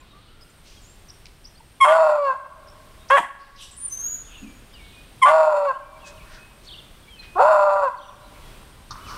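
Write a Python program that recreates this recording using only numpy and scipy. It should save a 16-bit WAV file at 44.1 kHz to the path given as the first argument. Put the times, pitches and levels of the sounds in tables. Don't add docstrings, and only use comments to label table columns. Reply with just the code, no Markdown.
import sys
import numpy as np
from scipy import signal
from scipy.fft import rfft, irfft, next_fast_len
from scipy.io import wavfile
from scipy.ndimage import uniform_filter1d, minimum_filter1d

SR = 44100
rng = np.random.default_rng(int(sys.argv[2]) if len(sys.argv) > 2 else 0)


def put_to_file(sound):
    columns = np.atleast_2d(sound).T
    safe = np.clip(columns, -1, 1)
    whole_steps = np.round(safe * 32767)
    wavfile.write(sys.argv[1], SR, whole_steps.astype(np.int16))


def volts_from_decibels(level):
    exponent = np.asarray(level, float) / 20
    return 10 ** exponent


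N = 404397
T = np.arange(N) / SR


def rms_one(x):
    return x / np.sqrt(np.mean(x ** 2) + 1e-20)


def evened(x, span_s):
    return x / np.sqrt(uniform_filter1d(x ** 2, int(span_s * SR)) + 1e-12)


def drift(rate_hz):
    r = np.exp(-2 * np.pi * rate_hz / SR)
    noise = rng.standard_normal(N + SR)
    return rms_one(signal.lfilter([1], [1, -2 * r, r * r], noise)[SR:])


def filtered(x, order, edges_hz, kind):
    return signal.sosfilt(signal.butter(order, edges_hz, kind, fs=SR, output="sos"), x)


def shaped(x, gain_at):
    size = next_fast_len(len(x))
    hz = np.arange(size // 2 + 1) * SR / size
    return irfft(rfft(x, size) * gain_at(hz), size)[:len(x)]


def resonance_gain(modes, hz):
    return np.sqrt(sum(volts_from_decibels(2 * db) / (1 + (2 * (hz - f) / w) ** 2) ** 2 for f, w, db in modes))


def played(notes, edge_s):
    s, *columns = np.transpose(np.concatenate(notes))
    gate = sum(np.clip(np.minimum(T - n[0][0], n[-1][0] - T) / edge_s + .5, 0, 1) for n in notes)
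    curves = [uniform_filter1d(np.interp(T, s, c), size=300) for c in columns]
    return curves, np.minimum(gate, 1)


# pitch_hz, density_db_per_hz
YARD_SPECTRUM = [(12, -25.5), (20, 5.5), (126, -8), (246, -14), (373, -15.5), (493, -18.5), (616, -18.5),
                 (885, -21), (1080, -20.5), (1930, -23.5), (3280, -24), (6960, -34.5), (8690, -31),
                 (15600, -38)]
# time_s, level_db
BREEZE = [(0, -50.5), (1.5, -50), (3.0, -47), (4.5, -47), (6.0, -46), (7.0, -47), (8.1, -44.5), (8.5, -43),
          (8.85, -47), (9.17, -38)]


def yard_noise():
    points_hz, points_db = np.transpose(YARD_SPECTRUM)
    hum = shaped(rng.standard_normal(N),
                 lambda hz: volts_from_decibels(np.interp(np.log(hz + 1), np.log(points_hz), points_db)))
    breeze_db = np.interp(T, *np.transpose(BREEZE)) + .6 * drift(2)
    insect_modes = [(8580, 220, 0)]   # pitch_hz, width_hz, level_db
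    insect = shaped(rng.standard_normal(N), lambda hz: resonance_gain(insect_modes, hz))
    air = rms_one(hum) * volts_from_decibels(breeze_db) + volts_from_decibels(-67 + 1.2 * drift(2)) * rms_one(insect)
    gust_s, leaves_hz, lull_share = .41, 5000, .4
    treble = shaped(air, lambda hz: 1 / (1 + (leaves_hz / (hz + 1)) ** 8))
    return air - lull_share * (T < gust_s) * treble


# start_s, length_s, first_hz, held_hz, level_db
SONG = [(0, 0.053, 2520, 2480, -70), (0.809, 0.059, 8200, 6630, -63.5), (0.848, 0.084, 6800, 7400, -62),
        (0.853, 0.36, 3200, 3420, -79), (4.264, 0.087, 3580, 2580, -63.5),
        (4.345, 0.065, 3120, 2685, -55.5), (4.436, 0.1, 2640, 2345, -62), (4.734, 0.052, 3210, 2790, -55),
        (4.915, 0.12, 2580, 2470, -60), (5.803, 0.13, 2470, 2350, -63), (6.017, 0.12, 2900, 2530, -49),
        (6.17, 0.065, 3220, 2250, -56), (6.381, 0.088, 2487, 2544, -58), (7.157, 0.2, 2760, 2503, -56),
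        (7.956, 0.22, 5880, 5880, -66), (8.427, 0.11, 3440, 3330, -65.5), (8.5, 0.075, 2420, 2525, -66),
        (8.585, 0.04, 2300, 2860, -65), (8.992, 0.17, 2750, 2990, -63),
        (4.243, 0.023, 3250, 3900, -61.5), (4.325, .03, 2550, 3150, -56), (4.72, .04, 3250, 4000, -65),
          (5.945, .035, 2300, 2350, -57.5), (8.05, 0.081, 6400, 5620, -69), (8.1, 0.035, 2600, 2450, -62),
          (4.26, 0.095, 3200, 3620, -72), (4.77, 0.15, 2750, 2230, -59), (4.43, 0.051, 2600, 2400, -58.5),
          (7.02, 0.07, 3450, 3300, -69), (6, 0.028, 3200, 3500, -60)]


def song(flutter_db):
    slide_s, fade_db = .05, -3
    out = np.zeros(N + SR)
    for start_s, length_s, first_hz, held_hz, level_db in SONG:
        part = np.linspace(0, 1, int(length_s * SR))
        left = np.clip(1 - part * length_s / slide_s, 0, 1) ** 2
        pitch_hz = held_hz + (first_hz - held_hz) * left
        shape = volts_from_decibels(level_db + fade_db * (part - 2)) * np.sqrt(2 * np.sin(np.pi * part).clip(0))
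        out[int(start_s * SR):][:len(part)] += shape * np.sin(2 * np.pi * np.cumsum(pitch_hz) / SR)
    return out[:N] * volts_from_decibels(flutter_db * drift(50))


# start_s, length_s, first_hz, last_hz, level_db
CHIPS = [(3.09, .022, 4900, 6000, -50), (.1, .13, 1100, 1240, -61), (5.8, .08, 2700, 3300, -62),
         (1.86, .075, 3230, 3170, -34), (0, 0.017, 7360, 7100, -60.5), (0.093, 0.059, 3930, 3560, -61),
         (0.266, 0.059, 2830, 3100, -62.5), (0.41, 0.034, 4970, 5120, -55.5),
         (0.492, 0.029, 7130, 7250, -64), (0.758, 0.037, 3275, 3250, -58), (1.094, 0.018, 4300, 6330, -45),
         (1.447, 0.02, 4200, 6230, -44.5), (1.082, 0.016, 6400, 4890, -52.5),
         (1.44, 0.012, 6200, 4500, -51), (1.107, .02, 5900, 5200, -55), (1.465, .03, 6000, 5940, -58),
         (1.468, 0.013, 5820, 5450, -52.5), (8.907, 0.022, 3530, 3800, -51), (5.72, 0.065, 2650, 3250, -53),
         (1.548, 0.025, 4140, 4524, -60), (1.572, .018, 4650, 4825, -57.5), (1.6, 0.016, 960, 880, -50.5),
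         (2.671, .009, 5960, 5000, -55), (2.677, 0.02, 4400, 5870, -51), (2.697, 0.0098, 5800, 5100, -54),
         (2.71, .018, 5800, 5100, -58), (2.984, 0.095, 3700, 3750, -60.5),
         (4.729, 0.031, 5400, 4280, -54.5), (7.072, 0.036, 2250, 2350, -49.5),
         (7.185, 0.031, 4260, 4000, -43.5), (7.067, 0.13, 3450, 2840, -52), (9.044, .075, 3040, 1840, -52)]


def chips():
    out = np.zeros(N + SR)
    for start_s, length_s, first_hz, last_hz, level_db in CHIPS:
        n = int(length_s * SR)
        phase = 2 * np.pi * np.cumsum(np.linspace(first_hz, last_hz, n)) / SR
        out[int(start_s * SR):][:n] += volts_from_decibels(level_db) * 2 * np.hanning(n) * np.sin(phase)
    return out[:N] * volts_from_decibels(2.5 * np.tanh(drift(150)))


def grit_bursts(table, octaves):
    lead_s = .3
    out, t = np.zeros(N + 2 * SR), np.arange(SR) / SR - lead_s
    for peak_s, rise_s, fall_s, level_db, centre_hz in table:
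        grit = rng.standard_normal(SR) * volts_from_decibels(rng.exponential(1, SR))
        edges_hz = np.clip(centre_hz * 2 ** (np.array([-.5, .5]) * octaves), 30, .45 * SR)
        shape = np.where(t < 0, np.exp(-(t / rise_s) ** 2), np.exp(-t / fall_s))
        out[int(peak_s * SR):][:SR] += volts_from_decibels(level_db) * shape * rms_one(filtered(grit, 3, edges_hz, "band"))
    return out[int(lead_s * SR):][:N]


# peak_s, rise_s, fall_s, level_db, centre_hz
WHINE = [(.02, .03, .05, -60, 1050), (.05, .04, .04, -66, 1520), (.16, .035, 0.042, -57, 1210),
         (.25, .03, .04, -66, 1280), (.32, .03, .06, -58, 1360), (.43, .03, .04, -59, 1410),
         (.52, 0.033, .05, -61, 1380)]


def whine():
    return grit_bursts(WHINE, octaves=.13)


# peak_s, rise_s, fall_s, level_db, centre_hz
RUSTLES = [(.3, 0.35, 0.07, -62, 3620), (3.564, .0055, 0.019, -45.5, 4500),
           (3.62, 0.032, 0.054, -37.5, 3270), (3.62, 0.044, 0.068, -46.5, 5330),
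           (3.634, 0.039, 0.051, -47.5, 9620), (3.8, .03, 0.11, -52, 8640),
           (8.909, .0016, 0.01, -33.5, 4960), (9.11, 0.044, .06, -46, 5000),
           (3.09, 0.0038, 0.013, -46, 5200), (3.41, 0.016, 0.11, -53, 4400), (4.36, .06, 0.036, -50, 2900),
           (4.9, 0.13, 0.18, -55, 3410), (6.74, 0.11, 0.063, -55, 3650)]


def rustles():
    return grit_bursts(RUSTLES, octaves=.55)


# peak_s, rise_s, fall_s, level_db, centre_hz
RASPS = [(3.627, .004, .04, -44, 5600), (3.63, .02, .04, -43.5, 7800), (3.713, .002, 0.05, -43.5, 8000),
         (3.766, .002, 0.055, -41, 9000), (3.884, 0.002, 0.055, -47, 8100), (.411, .002, .012, -55, 5000),
         (6.085, .025, .015, -47, 1650), (5.4, .03, .03, -51, 3950), (8.25, .04, .04, -58, 3850),
         (8.37, .03, .04, -56, 2350)]


def rasps():
    return grit_bursts(RASPS, octaves=.24)


# peak_s, rise_s, fall_s, level_db, centre_hz
CLAWS = [(.681, 0.031, 0.17, -52.5, 3800), (1.257, 0.0008, 0.0017, -38, 3500),
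         (1.267, 0.0011, .003, -41.5, 3010), (6.08, 0.025, 0.017, -43.5, 4770),
         (6.352, 0.047, 0.033, -49.5, 3500), (6.656, 0.018, 0.0099, -53.5, 4000),
         (7.239, 0.019, 0.028, -46.5, 2345)]


def claws():
    return grit_bursts(CLAWS, octaves=1.52)


# peak_s, rise_s, fall_s,
# level_db, centre_hz
KNOCKS = [(7.414, 0.017, 0.019, -11, 668), (5.29, 0.017, .008, -9, 850), (7.965, .02, .02, -39, 1060),
          (3.179, 0.004, 0.012, -8, 850), (4.05, 0.074, 0.43, -56, 1500), (4.43, 0.0082, 0.074, -38.5, 243),
          (6.349, 0.071, 0.1, -48.5, 1570), (8.908, 0.00026, 0.024, -32.5, 1165),
          (8.956, 0.00018, 0.0065, -30.5, 1090), (8.99, .018, 0.2, -44.5, 1180),
          (9.119, 0.037, 0.16, -37, 1180)]
THUMPS = [
    (3.2, 0.019, 0.028, -37, 248.5),
    (8.91, .003, 0.041, -41, 110),
]


def knocks():
    return grit_bursts(KNOCKS, octaves=.5) + grit_bursts(THUMPS, octaves=1)


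# start_s, length_s, attack_s, first_hz, last_hz, level_db, overtones_db
YELPS = [
    (1.804, .047, 0.011, 1083, 1060, -7.5, 2.5),
    (1.851, 0.081, 0.0071, 1160, 1179, -21, -19.5),
    (5.217, 0.029, 0.012, 1095, 1011, -6, 2),
    (5.2445, 0.012, 0.0027, 1074, 1011, -3, -5.5),
    (5.255, 0.051, 0.0035, 1151, 1167, -13.5, -13.5),
]
YELP_OVERTONES_DB = [2.5, -6, -37.5, -26, -34.5, -23, -23.5, -17.5, -30]


def yelps():
    release_s, edge_db, upper_db, upper_fade_db = .0025, -21.5, -.5, -7
    notes = []
    for start_s, length_s, attack_s, first_hz, last_hz, level_db, over_db in YELPS:
        note = []
        for at_s, swell_db in ((0, edge_db), (attack_s, 0), (length_s - release_s, 0), (length_s, edge_db)):
            part, db = at_s / length_s, level_db + swell_db
            note.append((start_s + at_s, first_hz + (last_hz - first_hz) * part, db,
                         db + over_db + upper_db + upper_fade_db * part))
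        notes.append(note)
    (pitch_hz, low_db, high_db), gate = played(notes, .003)
    phase = 2 * np.pi * np.cumsum(pitch_hz * (1 + .007 * drift(50))) / SR
    low = volts_from_decibels(low_db + 2 * drift(48)) * np.sin(phase)
    stack = sum(volts_from_decibels(db) * np.cos(n * phase + 2.44) for n, db in enumerate(YELP_OVERTONES_DB, 2))
    return gate * np.sqrt(2) * (low + volts_from_decibels(high_db - 10.5 + 2.9 * drift(130)) * stack)


# start_s, first_roughness_0_1, hoarse_s, clear_s, crack_s
PHASES = [
    (1.84, .85, 1.88, 2.203, 2.325),
    (3.09, .95, 3.09, 3.12, 3.162),
    (5.25, .85, 5.3, 5.675, 5.712),
    (7.35, .06, 7.392, 7.86, 7.89),
]


def roughness():
    rough = np.zeros(N)
    for start_s, first, hoarse_s, clear_s, crack_s in PHASES:
        # from_s, span_s, goal
        turns = [(start_s, .001, first), (hoarse_s, .018, .95), (clear_s - .025, .025, .03),
                 (crack_s, .025, .7)]
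        for from_s, span_s, goal in turns:
            rough = rough + (goal - rough) * np.clip((T - from_s) / span_s, 0, 1)
    return rough


# start_s, period_cycles, firmness, even_part
PULSE_PATTERN = [(0, 4, 2.3, 0), (2.11, 4, 1.2, 0), (5, 4, 3, 0), (5.5, 3, 2.2, 0), (7, 5, 1.4, 0),
                 (7.57, 3, 1.8, 0), (7.66, 3, 2, .6)]


def folds(pitch_hz, rough):
    cycles = np.cumsum(pitch_hz * (1 + .011 * rough * drift(60))) / SR
    count = cycles.astype(int)
    chance = np.clip(rng.standard_normal(count[-1] + 1), -1.6, 1.6)[count] * .75
    starts_s, periods, firmness, even = np.transpose(PULSE_PATTERN)
    section = np.searchsorted(starts_s, T, side="right") - 1
    period = periods[section]
    slips = np.cumsum(rng.random(N) < 12 / SR)
    accent = ((count + slips) % period == 0) - 1 / period
    strength = chance + even[section] + firmness[section] * accent
    pulses = np.diff(count, prepend=0) * strength
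    puff = (.5 + .5 * np.cos(2 * np.pi * cycles)) ** 2
    air = rng.standard_normal(N) * puff * volts_from_decibels(1.5 * strength)
    return 2 * np.pi * cycles, pulses, air


def tract(modes, hoarse_modes, slide, pitch_hz, phase, rough, flow, widen, tilt_db, on):
    wide_modes = [(f, widen * w, db) for f, w, db in modes]
    heights = [volts_from_decibels(tilt_db * n) * resonance_gain(wide_modes, n * pitch_hz[on]) for n in range(2, 22)]
    clean, moving = np.zeros(N), np.zeros(N)
    clean[on] = sum(h * np.cos(n * phase[on] + 1.3 * (n - 2)) for n, h in enumerate(heights, 2))
    clean[on] /= np.sqrt(np.sum(np.square(heights), axis=0) / 2)
    for step in (-1, 0, 1):
        share = np.clip(1 - np.abs(slide[on] - step), 0, 1)
        moved = shaped(flow[on], lambda hz: resonance_gain(hoarse_modes, hz / (1 + .05 * step)))
        moving[on] += share * moved
    return np.sqrt(1 - rough) * clean + np.sqrt(rough) * evened(moving, .034)


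# time_s, level_db, chest_over_throat_db, mouth_0_2
BAYS = [
    [(1.845, -10.5, -20, 1.2), (1.86, -16.5, -9.5, 0.85), (1.91, -12, 8, 1.16), (1.95, -14, 3.5, 0.15),
     (2.09, -14, 6.5, .05), (2.2, -20, 9, .05), (2.225, -21, 6, .05), (2.31, -17.5, -14, 0.4),
     (2.35, -39, -16.5, .05)],
    [(5.254, -13.5, -13.5, 1.5), (5.296, -16.5, 1, 1.26), (5.315, -12.5, 5, 0.33), (5.4, -13, 5.5, 0.041),
     (5.53, -17, 5.5, 0.055), (5.64, -21.5, 7, 0.057), (5.675, -19.5, 2, .05), (5.715, -19.5, -16, .05),
     (5.73, -41, -11, .05)],
    [(7.355, -27.5, 8, .05), (7.37, -21, -14.5, .05), (7.411, -10.5, -4, 0.34), (7.45, -11.5, 0, 0.055),
     (7.5, -13.5, 0.7, 0.056), (7.63, -14.5, 1, 0.035), (7.8, -18.5, 2, 0.043), (7.868, -20, -3, 0.06),
     (7.888, -23, -20, .05)],
]
BARK = [
    (3.101, -18, -20, 1.1),
    (3.107, -15.5, -7.5, 1.4),
    (3.127, -8.5, -6, 1.4),
    (3.155, -10, -4, 1.4),
    (3.181, -21.5, -15.5, 2.1),
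    (3.211, -38.5, -12, 2.41),
]
# time_s, pitch_hz
PITCH = [
    [(1.843, 565), (1.91, 637), (1.95, 650), (2.02, 638), (2.23, 571), (2.3, 531), (2.35, 497)],
    [(3.098, 515), (3.145, 564), (3.166, 560), (3.18, 455), (3.21, 390)],
    [(5.25, 555), (5.272, 588), (5.297, 597), (5.306, 628), (5.35, 636), (5.43, 628), (5.58, 586),
     (5.67, 567), (5.73, 500)],
    [(7.355, 347), (7.378, 370), (7.392, 430), (7.406, 510), (7.428, 560), (7.47, 625), (7.51, 630),
     (7.6, 599), (7.79, 584), (7.84, 566), (7.895, 485)],
]
# centre_hz, width_hz, level_db
THROAT = [(780, 195, 6), (930, 44, 11), (1060, 31, 9.5), (1160, 59, 11), (1350, 67, 9), (1582, 47, -2.5)]
THROAT_HOARSE = [(789, 161, 8), (972, 100, 14.5), (1108, 200, 8.5), (1210, 120, 2.5), (1390, 100, 9),
                 (1590, 200, -13)]
MOUTH_OPEN = [(1780, 490, 7), (2250, 1600, -5), (2750, 570, -3), (3250, 290, -2), (3980, 910, -30.5),
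              (6860, 1100, -23), (8340, 4600, -19)]
MOUTH_NARROW = [(1920, 83, 3), (2350, 230, -8), (2630, 225, 0), (3620, 290, -11), (4400, 480, -8.5),
                (4850, 1400, -19), (7250, 380, -10), (8540, 1300, -22), (10030, 900, -24),
                (11600, 1100, -27)]


def bays():
    (level_db, chest_db, mouth), gate = played([BAYS[0], BARK, *BAYS[1:]], .006)
    opening, on = np.clip(mouth, 0, 1), gate > 0
    throat_db = level_db - 10 * np.log10(1 + volts_from_decibels(2 * chest_db))
    upper_db = level_db - 31.5 + 14.5 * mouth
    pitch_hz = np.interp(T, *np.transpose(np.concatenate(PITCH)))
    rough = roughness()
    phase, pulses, air = folds(pitch_hz, rough)
    low = np.sqrt(2) * np.sin(phase) * volts_from_decibels(throat_db + chest_db + 2.06 * rough * drift(32))
    rest_hz = 609
    slide = np.clip(3.3 * np.log2(pitch_hz / rest_hz) + .6 * opening + .49 * drift(34), -1, 1)
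    throat = volts_from_decibels(throat_db) * tract(THROAT, THROAT_HOARSE, slide, pitch_hz, phase, rough,
                                    rms_one(pulses) + .6 * air, widen=.73, tilt_db=.77, on=on)
    mouth_flow = .45 * rms_one(pulses) + air
    wide, narrow = (tract(modes, modes, .55 * slide, pitch_hz, phase, .04 + .96 * rough, mouth_flow,
                          widen=.7, tilt_db=-2.6, on=on) for modes in (MOUTH_OPEN, MOUTH_NARROW))
    upper = volts_from_decibels(upper_db + 2.5 * drift(32)) * (opening * wide + (1 - opening) * narrow)
    chest = shaped(pulses, lambda hz: resonance_gain([(210.4, 210, 0)], hz))
    rumble = evened(chest + 1e-9, .05) * gate * rough * volts_from_decibels(level_db - 45.5)
    return rumble + filtered(-gate * (low + throat + upper), 4, 400, "high")


def whistle(notes, octave_db, flutter_db):
    (pitch_hz, level_db), gate = played(notes, .004)
    phase = 2 * np.pi * np.cumsum(pitch_hz) / SR
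    tone = np.sin(phase) + volts_from_decibels(octave_db) * np.sin(2 * phase)
    return gate * np.sqrt(2) * volts_from_decibels(level_db + flutter_db * drift(75)) * tone


# time_s, pitch_hz, level_db
NEAR_BIRD = [
    [(3.775, 9550, -38), (3.81, 9330, -37), (3.845, 9190, -32), (3.874, 9170, -33)],
    [(3.895, 6090, -48), (3.928, 6156, -27), (3.99, 6360, -38), (4.048, 6550, -28), (4.085, 6740, -35),
     (4.142, 6840, -30), (4.19, 6850, -48)],
]


def near_bird():
    return whistle(NEAR_BIRD, octave_db=-19.5, flutter_db=3)


# start_s, level_db
WARBLES = [
    (6.668, -40.5),
    (7.97, -45.5),
]
# offset_s, pitch_hz, level_db
WARBLE_SHAPE = [(0, 4200, -9), (.011, 4650, -4), (.021, 3550, -4), (.034, 3000, -9), (.044, 3250, -1),
                (.058, 3850, -4), (.066, 3200, 0), (.08, 2700, -6), (.1, 3100, -13), (.12, 3600, -4),
                (.14, 2700, -9)]


def warbles():
    notes = [np.add(WARBLE_SHAPE, (start_s, 0, level_db)) for start_s, level_db in WARBLES]
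    return whistle(notes, octave_db=-50, flutter_db=1.5)


# delay_s, level_db
ECHOES = [(0.063, -19), (0.103, -24.5), (.17, -45.5), (0.309, -41)]


def echoes(x, tail_db, t60_s, dull_hz, slap_db):
    t = np.arange(2 * SR) / SR
    shape = volts_from_decibels(tail_db - 60 * t / t60_s) + volts_from_decibels(tail_db - 16.5 - 17 * t / t60_s)
    shape = shape * np.clip(t / .0027, 0, 1)
    for delay_s, level_db in ECHOES:
        shape = shape + volts_from_decibels(level_db + slap_db) * np.exp(-((t - delay_s) / .0013) ** 2)
    wet = signal.fftconvolve(x, shape * rng.standard_normal(len(t)))[:N]
    wet = wet * volts_from_decibels(1.5 * drift(40))
    return filtered(wet, 2, [720, dull_hz], "band")


def gain_control(loud, knee_db, slope, attack_s, release_db_per_s):
    level_db = 10 * np.log10(np.abs(uniform_filter1d(loud ** 2, size=600)) + 1e-12)
    climb_db = release_db_per_s * T
    held_db = np.maximum.accumulate(level_db + climb_db) - climb_db
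    r = np.exp(-1 / (attack_s * SR))
    return volts_from_decibels(-slope * signal.lfilter([1 - r], [1, -r], np.maximum(held_db - knee_db, 0)))


def scene():
    air, far, short = yard_noise(), song(flutter_db=2.2) + warbles(), chips()
    small = whine() + rustles() + rasps() + claws() + knocks()
    dog = filtered(yelps(), 3, 500, "high") + bays()
    near = near_bird()
    duck = gain_control(dog, knee_db=-27.5, slope=.73, attack_s=.21, release_db_per_s=34)
    voice = dog / duck
    yard = air + near + far + short + small
    yard += echoes(voice, tail_db=-48.5, t60_s=.66, dull_hz=3500, slap_db=-22.5)
    yard += echoes(np.diff(voice, prepend=0), tail_db=-31, t60_s=.25, dull_hz=10500, slap_db=-30)
    yard += echoes(near + .5 * small, tail_db=-35, t60_s=.33, dull_hz=12000, slap_db=-16.5)
    yard += echoes(far + .48 * short, tail_db=-38, t60_s=.55, dull_hz=9000, slap_db=-36.5)
    return (dog + duck * yard)[None]


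def roll_off(x):
    return signal.sosfilt(signal.butter(12, 15760, fs=SR, output="sos"), x)


def record(dry):
    top, margin, hardness, cutoff_hz = .71, 1.05, 24, 15750
    gain = np.minimum(1, margin * top / (np.abs(dry) + 1e-9))
    held = dry * uniform_filter1d(minimum_filter1d(gain, size=181), size=181)
    flat = held / (1 + np.abs(held / top) ** hardness) ** (1 / hardness)
    cut = signal.sosfilt(signal.ellip(10, .5, 70, cutoff_hz, fs=SR, output="sos"), flat)
    return roll_off(cut)


dry = scene()
out = record(dry)
put_to_file(out)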